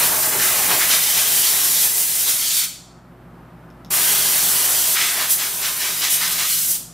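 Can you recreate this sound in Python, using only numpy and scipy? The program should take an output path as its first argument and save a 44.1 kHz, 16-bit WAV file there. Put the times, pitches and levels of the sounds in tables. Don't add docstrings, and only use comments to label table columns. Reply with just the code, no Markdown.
import sys
import numpy as np
from scipy import signal
from scipy.io import wavfile
from scipy.ndimage import uniform_filter1d

SR = 44100
rng = np.random.default_rng(int(sys.argv[2]) if len(sys.argv) > 2 else 0)


def waveform_to_disk(signal):
    frames = np.transpose(np.atleast_2d(signal))
    scaled = np.clip(frames, -1, 1) * 32767
    samples = np.round(scaled).astype(np.int16)
    wavfile.write(sys.argv[1], SR, samples)


N = 305613


def amp(db):
    return 10 ** (np.asarray(db) / 20)


def unit_rms(x):
    return x / np.sqrt(np.mean(x ** 2) + 1e-20)


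def at_frequency(points, hz):
    f, value = np.transpose(points)
    return np.interp(np.log(hz + 1), np.log(f + 1), value)


def arch(t, start, length, skew, blunt):
    progress = np.clip((t - start) / length, 0, 1)
    return abs(np.sin(np.pi * progress ** skew)) ** blunt, progress


def turbulence(spectrum, spread, size, patchy_db, flicker_db, octaves=np.zeros(N)):
    hop = size // 4
    frames, hz = N // hop + 5, np.fft.rfftfreq(size, 1 / SR)
    mid_re, mid_im, side_re, side_im, patches = rng.standard_normal((frames, len(hz), 5), np.float32).T
    patches = uniform_filter1d(patches, size=3, axis=0)
    patches = unit_rms(uniform_filter1d(patches, size=16, axis=1))
    flicker = unit_rms(uniform_filter1d(rng.standard_normal(frames), size=5))
    slide = 2 ** octaves[np.minimum(np.arange(frames) * hop, N - 1)]
    shape = amp(at_frequency(spectrum, hz[:, None] / slide))
    shape /= np.sqrt((shape ** 2).mean(0))
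    side_gain = amp(at_frequency(spread, hz))[:, None]
    bins = np.array([mid_re + 1j * mid_im, (side_re + 1j * side_im) * side_gain])
    bins *= shape * amp(patchy_db * patches + flicker_db * flicker)
    pair = signal.istft(bins, nperseg=size, noverlap=size - hop)[1][:, :N]
    return pair / np.sqrt(np.mean(pair[0] ** 2))


def narrow_band(hz, width_hz, count):
    pole = np.exp(-np.pi * width_hz / SR)
    white = rng.standard_normal((2, count + 8000))
    slow = signal.lfilter([1], [1, -2 * pole, pole * pole], white)[:, 8000:]
    carrier = np.exp(2j * np.pi * hz * np.arange(count) / SR)
    return unit_rms(((slow[0] + 1j * slow[1]) * carrier).real)


def jet():
    # t/s, hiss, splash, tear, buffet level/dB, eddy pitch/octaves
    bursts = [
        [(0.0, -19, -29.5, -31, -30, -0.34), (0.3, -20, -38, -30, -32.5, -0.21),
         (0.55, -17, -28.5, -25, -28, -0.044), (0.88, -17, -27.5, -29, -33.5, -0.13),
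         (1.05, -14, -20.5, -25.5, -32.5, -0.097), (1.86, -13.5, -21, -28, -35, 0),
         (1.92, -13.5, -26, -29.5, -38.5, 0), (2.0, -14, -24, -29, -37, .1),
         (2.4, -16, -22, -31, -40.5, -0.031), (2.56, -16.5, -17, -28, -51, 0.25),
         (2.67, -20, -23, -22.5, -41, .1)],
        [(3.9, -21.5, -31.5, -33, -32, -.3), (3.94, -17, -27, -27.5, -35, -.25),
         (4.1, -17, -26, -27.5, -35, -.2), (4.4, -17, -25, -28.5, -35.5, -0.097),
         (4.945, -14.5, -25, -30, -35, -0.17), (4.965, -17.5, -20.5, -11.5, -34.5, 0.043),
         (5.15, -16.5, -23.5, -22.5, -35, -0.14), (5.35, -20, -29.5, -32.5, -37, -0.044),
         (5.58, -19.5, -29.5, -32, -36.5, -0.21), (5.95, -20, -26, -27.5, -34.5, -0.078),
         (6.45, -19, -23.5, -28, -42.5, -0.066), (6.56, -15.5, -21.5, -31, -54, 0.24),
         (6.68, -17, -30, -36, -50, 0.16), (6.78, -19, -26.5, -39, -46, 0.18)],
    ]
    # start/s, length/s, splash, tear, buffet rise/dB, eddy shift/octaves
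    sweeps = [(0.0, 0.099, 5.5, 5.5, 1.5, -.1), (0.111, 0.071, 4.5, 1, 6, -.1), (0.214, .07, 10, 3, -1, .1),
              (0.308, 0.087, -4, 6, 6, .1), (0.378, .14, 9.5, 5.5, -0.5, 0.16),
              (0.679, 0.11, 0, 11, 8.5, 0.0076), (0.789, 0.1, 4.5, 9.5, -1.5, 0.066),
              (0.883, .13, 10, 9, 2, -0.0061), (1.15, .1, 3, 3.5, 3.5, -0.023),
              (1.426, 0.097, 4, 5, 0, 0.11), (2.257, .1, 4.5, 7, 7.5, .1), (4.99, 0.16, 6, -0.5, 2, 0.15),
              (5.163, 0.17, 5, 7.5, 6, -.1), (5.378, .13, 9, 13.5, 3, 0.029),
              (5.609, 0.13, 10, 10.5, 4, 0.12), (5.79, .16, 7.5, 4.5, -2.5, .05),
              (6.009, 0.1, 10, 8.5, 0.5, 0.029), (6.2, .1, 5, 9.5, 0, .05),
              (6.302, 0.066, -3, 4.5, 1, 0.11), (6.378, 0.1, 5.5, 7.5, 7, -0.071)]
    # start/s, length/s, rise/dB
    flares = [(1.293, .14, 1.5), (1.786, 0.11, 2.5), (1.963, .09, 2.5), (2.18, 0.064, 3), (2.266, 0.079, 4),
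              (2.55, 0.082, 4), (5.28, 0.1, 12), (6.087, 0.11, 9), (6.3, .06, 2.5), (6.48, .08, 2.5),
              (6.68, 0.067, 4.5)]
    # f/Hz, relative density/dB
    hiss = [(2500, -26.5), (5000, -7), (7500, -2), (9500, 0.5), (12000, 1), (14500, -0.5), (15800, -4.5)]
    splash = [(1000, -27.5), (2200, -8), (3200, 1.5), (4600, 0.5), (6200, 0.5), (8500, -4.5),
              (14000, -31.5)]
    tear = [(300, -32.5), (800, -13), (1300, -2.5), (2000, 1), (2700, -2), (4000, -5.5), (8000, -12.5)]
    buffet = [(20, -30), (40, -20), (76, -7.5), (97, -13.5), (135, -5.5), (220, -9), (420, 2.5), (520, -3),
              (680, 2.5), (1100, 0.5), (2200, -21)]
    # f/Hz, side minus mid/dB
    spread = [(60, -65), (140, -42), (330, -50.5), (770, -15.5), (1300, -17.5), (1900, -70), (3500, -95),
              (5200, -26.5), (6400, -9.5), (9800, -7.5), (15000, -4.5)]
    t = np.arange(N) / SR
    gains, lift_db = np.zeros((2, 4, N))
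    for burst in bursts:
        times, *levels, _ = np.transpose(burst)
        opening = np.clip((t - times[0]) / 0.0082, 0, 1) ** 2 if times[0] > 1 else 1
        closing = np.clip((times[-1] - t) / 0.022, 0, 1)
        gains += opening * closing * amp([np.interp(t, times, db) for db in levels])
    both = np.concatenate(bursts)
    eddy_octaves = np.interp(t, both[:, 0], both[:, -1])
    for start, length, splash_db, tear_db, buffet_db, shift in sweeps:
        hump, progress = arch(t, start, length, skew=0.62, blunt=1.44)
        lift_db += np.outer([0.13 * splash_db, splash_db, tear_db, buffet_db], hump)
        eddy_octaves += (shift + 0.15 * (2 * progress - 1)) * hump
    for start, length, db in flares:
        hump, _ = arch(t, start, length, skew=0.76, blunt=1.7)
        lift_db[:2] += np.outer([db, 0.43 * db], hump)
    eddy_octaves = np.clip(eddy_octaves, -1, 1)
    parts = [turbulence(hiss, spread, size=512, patchy_db=1.0, flicker_db=0.72),
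             turbulence(splash, spread, size=512, patchy_db=2.5, flicker_db=0.9, octaves=eddy_octaves),
             turbulence(tear, spread, size=512, patchy_db=2.0, flicker_db=0.64, octaves=eddy_octaves),
             turbulence(buffet, spread, size=2048, patchy_db=1.5, flicker_db=1.4)]
    return sum(gain * part for gain, part in zip(gains * amp(lift_db), parts))


def early_reflections(direct):
    # relative level/dB, then delay/s at each of the moments
    echoes = [(-33.5, .0005, 0.0008, 0.00068, 0.00066), (-24.5, .00135, 0.0009, 0.0006, 0.00098),
              (-24.5, 0.0035, .0028, 0.0036, 0.0032), (-24, .00365, .0038, .0038, 0.004),
              (-21, .0045, 0.0045, 0.005, 0.0079), (-27, 0.0049, 0.0043, .00565, 0.012)]
    moments = [1.4, 2.3, 4.9, 5.2]
    n, out = np.arange(N), direct.copy()
    for db, *delays in echoes:
        lag = np.round(np.interp(n / SR, moments, delays) * SR).astype(int)
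        out += amp(db) * direct[:, abs(n - lag)]
    return out


def reverberation(direct):
    # f/Hz, T60/s
    decay_times = [(250, 0.32), (1000, 0.39), (3000, 0.54), (4800, 0.57), (7000, 0.53), (12000, 0.33),
                   (16000, 0.29)]
    length = SR // 2
    hz, t, bins = signal.stft(rng.standard_normal(length), SR, nperseg=256)
    bins *= amp(-60 * t / at_frequency(decay_times, hz)[:, None])
    band_energy = uniform_filter1d((abs(bins) ** 2).sum(1), size=9)
    bins /= np.sqrt(band_energy)[:, None]
    tail = signal.istft(bins, SR, nperseg=256)[1]
    tail = np.r_[np.zeros(350), tail / np.linalg.norm(tail)]
    lead_in = direct[:, length:0:-1]
    return signal.fftconvolve(np.c_[lead_in, direct], tail[None], axes=1)[:, length:length + N]


def ventilation():
    # f/Hz, relative density/dB
    air = [(20, -20), (40, -16), (60, -8.5), (78, -7.5), (100, -17), (140, 0), (200, -10.5), (270, -4),
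           (420, -14), (620, -10), (1300, -14), (2200, -25), (4000, -35.5), (6500, -42), (12900, -40.5),
           (13600, -33.5), (14300, -49), (15700, -72.5)]
    # f/Hz, side minus mid/dB
    air_spread = [(20, -48), (110, -40), (200, -24), (380, -16), (1300, -12), (4400, -13), (8000, -6),
                  (15000, -6)]
    # t/s, level/dB
    duct = [(0.0, -47.5), (1.9, -48), (2.7, -50.5), (3.3, -46.5), (3.8, -48), (3.9, -38.5), (4.1, -49.5),
            (5.6, -48.5), (6.5, -44.5), (6.93, -45)]
    # f/Hz, level/dB
    hum = [(54.8, -53), (119.9, -50.5), (240.5, -54.5), (360, -57.5)]
    t = np.arange(N) / SR
    out = amp(-46.5) * turbulence(air, air_spread, size=2048, patchy_db=0.4, flicker_db=0.3)
    out[0] += amp(np.interp(t, *np.transpose(duct))) * narrow_band(hz=172, width_hz=24, count=N)
    out[0] += sum(amp(db) * np.sqrt(2) * np.sin(2 * np.pi * (hz * t + rng.random())) for hz, db in hum)
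    return out


def singing():
    # start/s, end/s, f/Hz, width/Hz, level/dB
    whistles = [(.9, 1.56, 3090, 90, -33.5), (2.36, 2.64, 4550, 600, -28), (3.95, 4.93, 3080, 160, -41),
                (3.95, 4.93, 4400, 150, -36.5), (3.95, 4.93, 5800, 170, -35.5),
                (3.95, 4.93, 8150, 300, -35), (5.42, 5.48, 2300, 120, -34), (5.82, 5.9, 2300, 90, -32)]
    out = np.zeros((2, N))
    for start, end, hz, width_hz, db in whistles:
        first, last = round(start * SR), round(end * SR)
        swell = signal.windows.tukey(last - first, 0.3)
        out[0, first:last] += amp(db) * narrow_band(hz, width_hz, count=last - first) * swell
    return out


def trigger():
    # t/s, peak level/dB
    ticks = [(3.703, -43), (3.7104, -48), (3.8477, -34.5), (3.8534, -36.5), (3.8604, -40), (3.8664, -44)]
    # f/Hz, relative level/dB, T60/s
    modes = [(3900, -3, .004), (5330, 8.5, .005), (6250, -7, .004), (8300, -12, .003), (11300, -5, .004)]
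    out, t = np.zeros((2, N)), np.arange(400) / SR
    scrapes = rng.standard_normal((len(ticks), len(t))) * amp(-60 * t / 0.006)
    ring = sum(amp(db - 60 * t / t60) * np.sin(2 * np.pi * hz * t) for hz, db, t60 in modes)
    for (start, db), scrape in zip(ticks, scrapes):
        tick, first = np.convolve(scrape, ring), round(start * SR)
        out[0, first:first + len(tick)] += amp(db) * tick / abs(tick).max()
    out[1] = 0.18 * out[0]
    return out


def scene():
    gun = jet() + singing() + trigger()
    mid, side = amp(-0.78) * early_reflections(gun) + amp(-6.5) * reverberation(gun) + ventilation()
    return np.array([mid + side, mid - side])


def record(dry):
    # t/s, gain/dB
    gain_curve = [(0, 1), (.9, -2), (1.0, -4), (1.85, -4), (1.92, -6), (2.748, -4.5), (3.3, 0), (3.9, 0.5),
                  (4.945, -2.5), (4.965, -6.5), (6.93, -3)]
    gain = amp(np.interp(np.arange(N) / SR, *np.transpose(gain_curve)))
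    low_pass = signal.firwin(4095, cutoff=15665, window=("kaiser", 7), fs=SR)
    return signal.oaconvolve(dry * gain, low_pass[None], "same")


dry = scene()
out = record(dry)
waveform_to_disk(out)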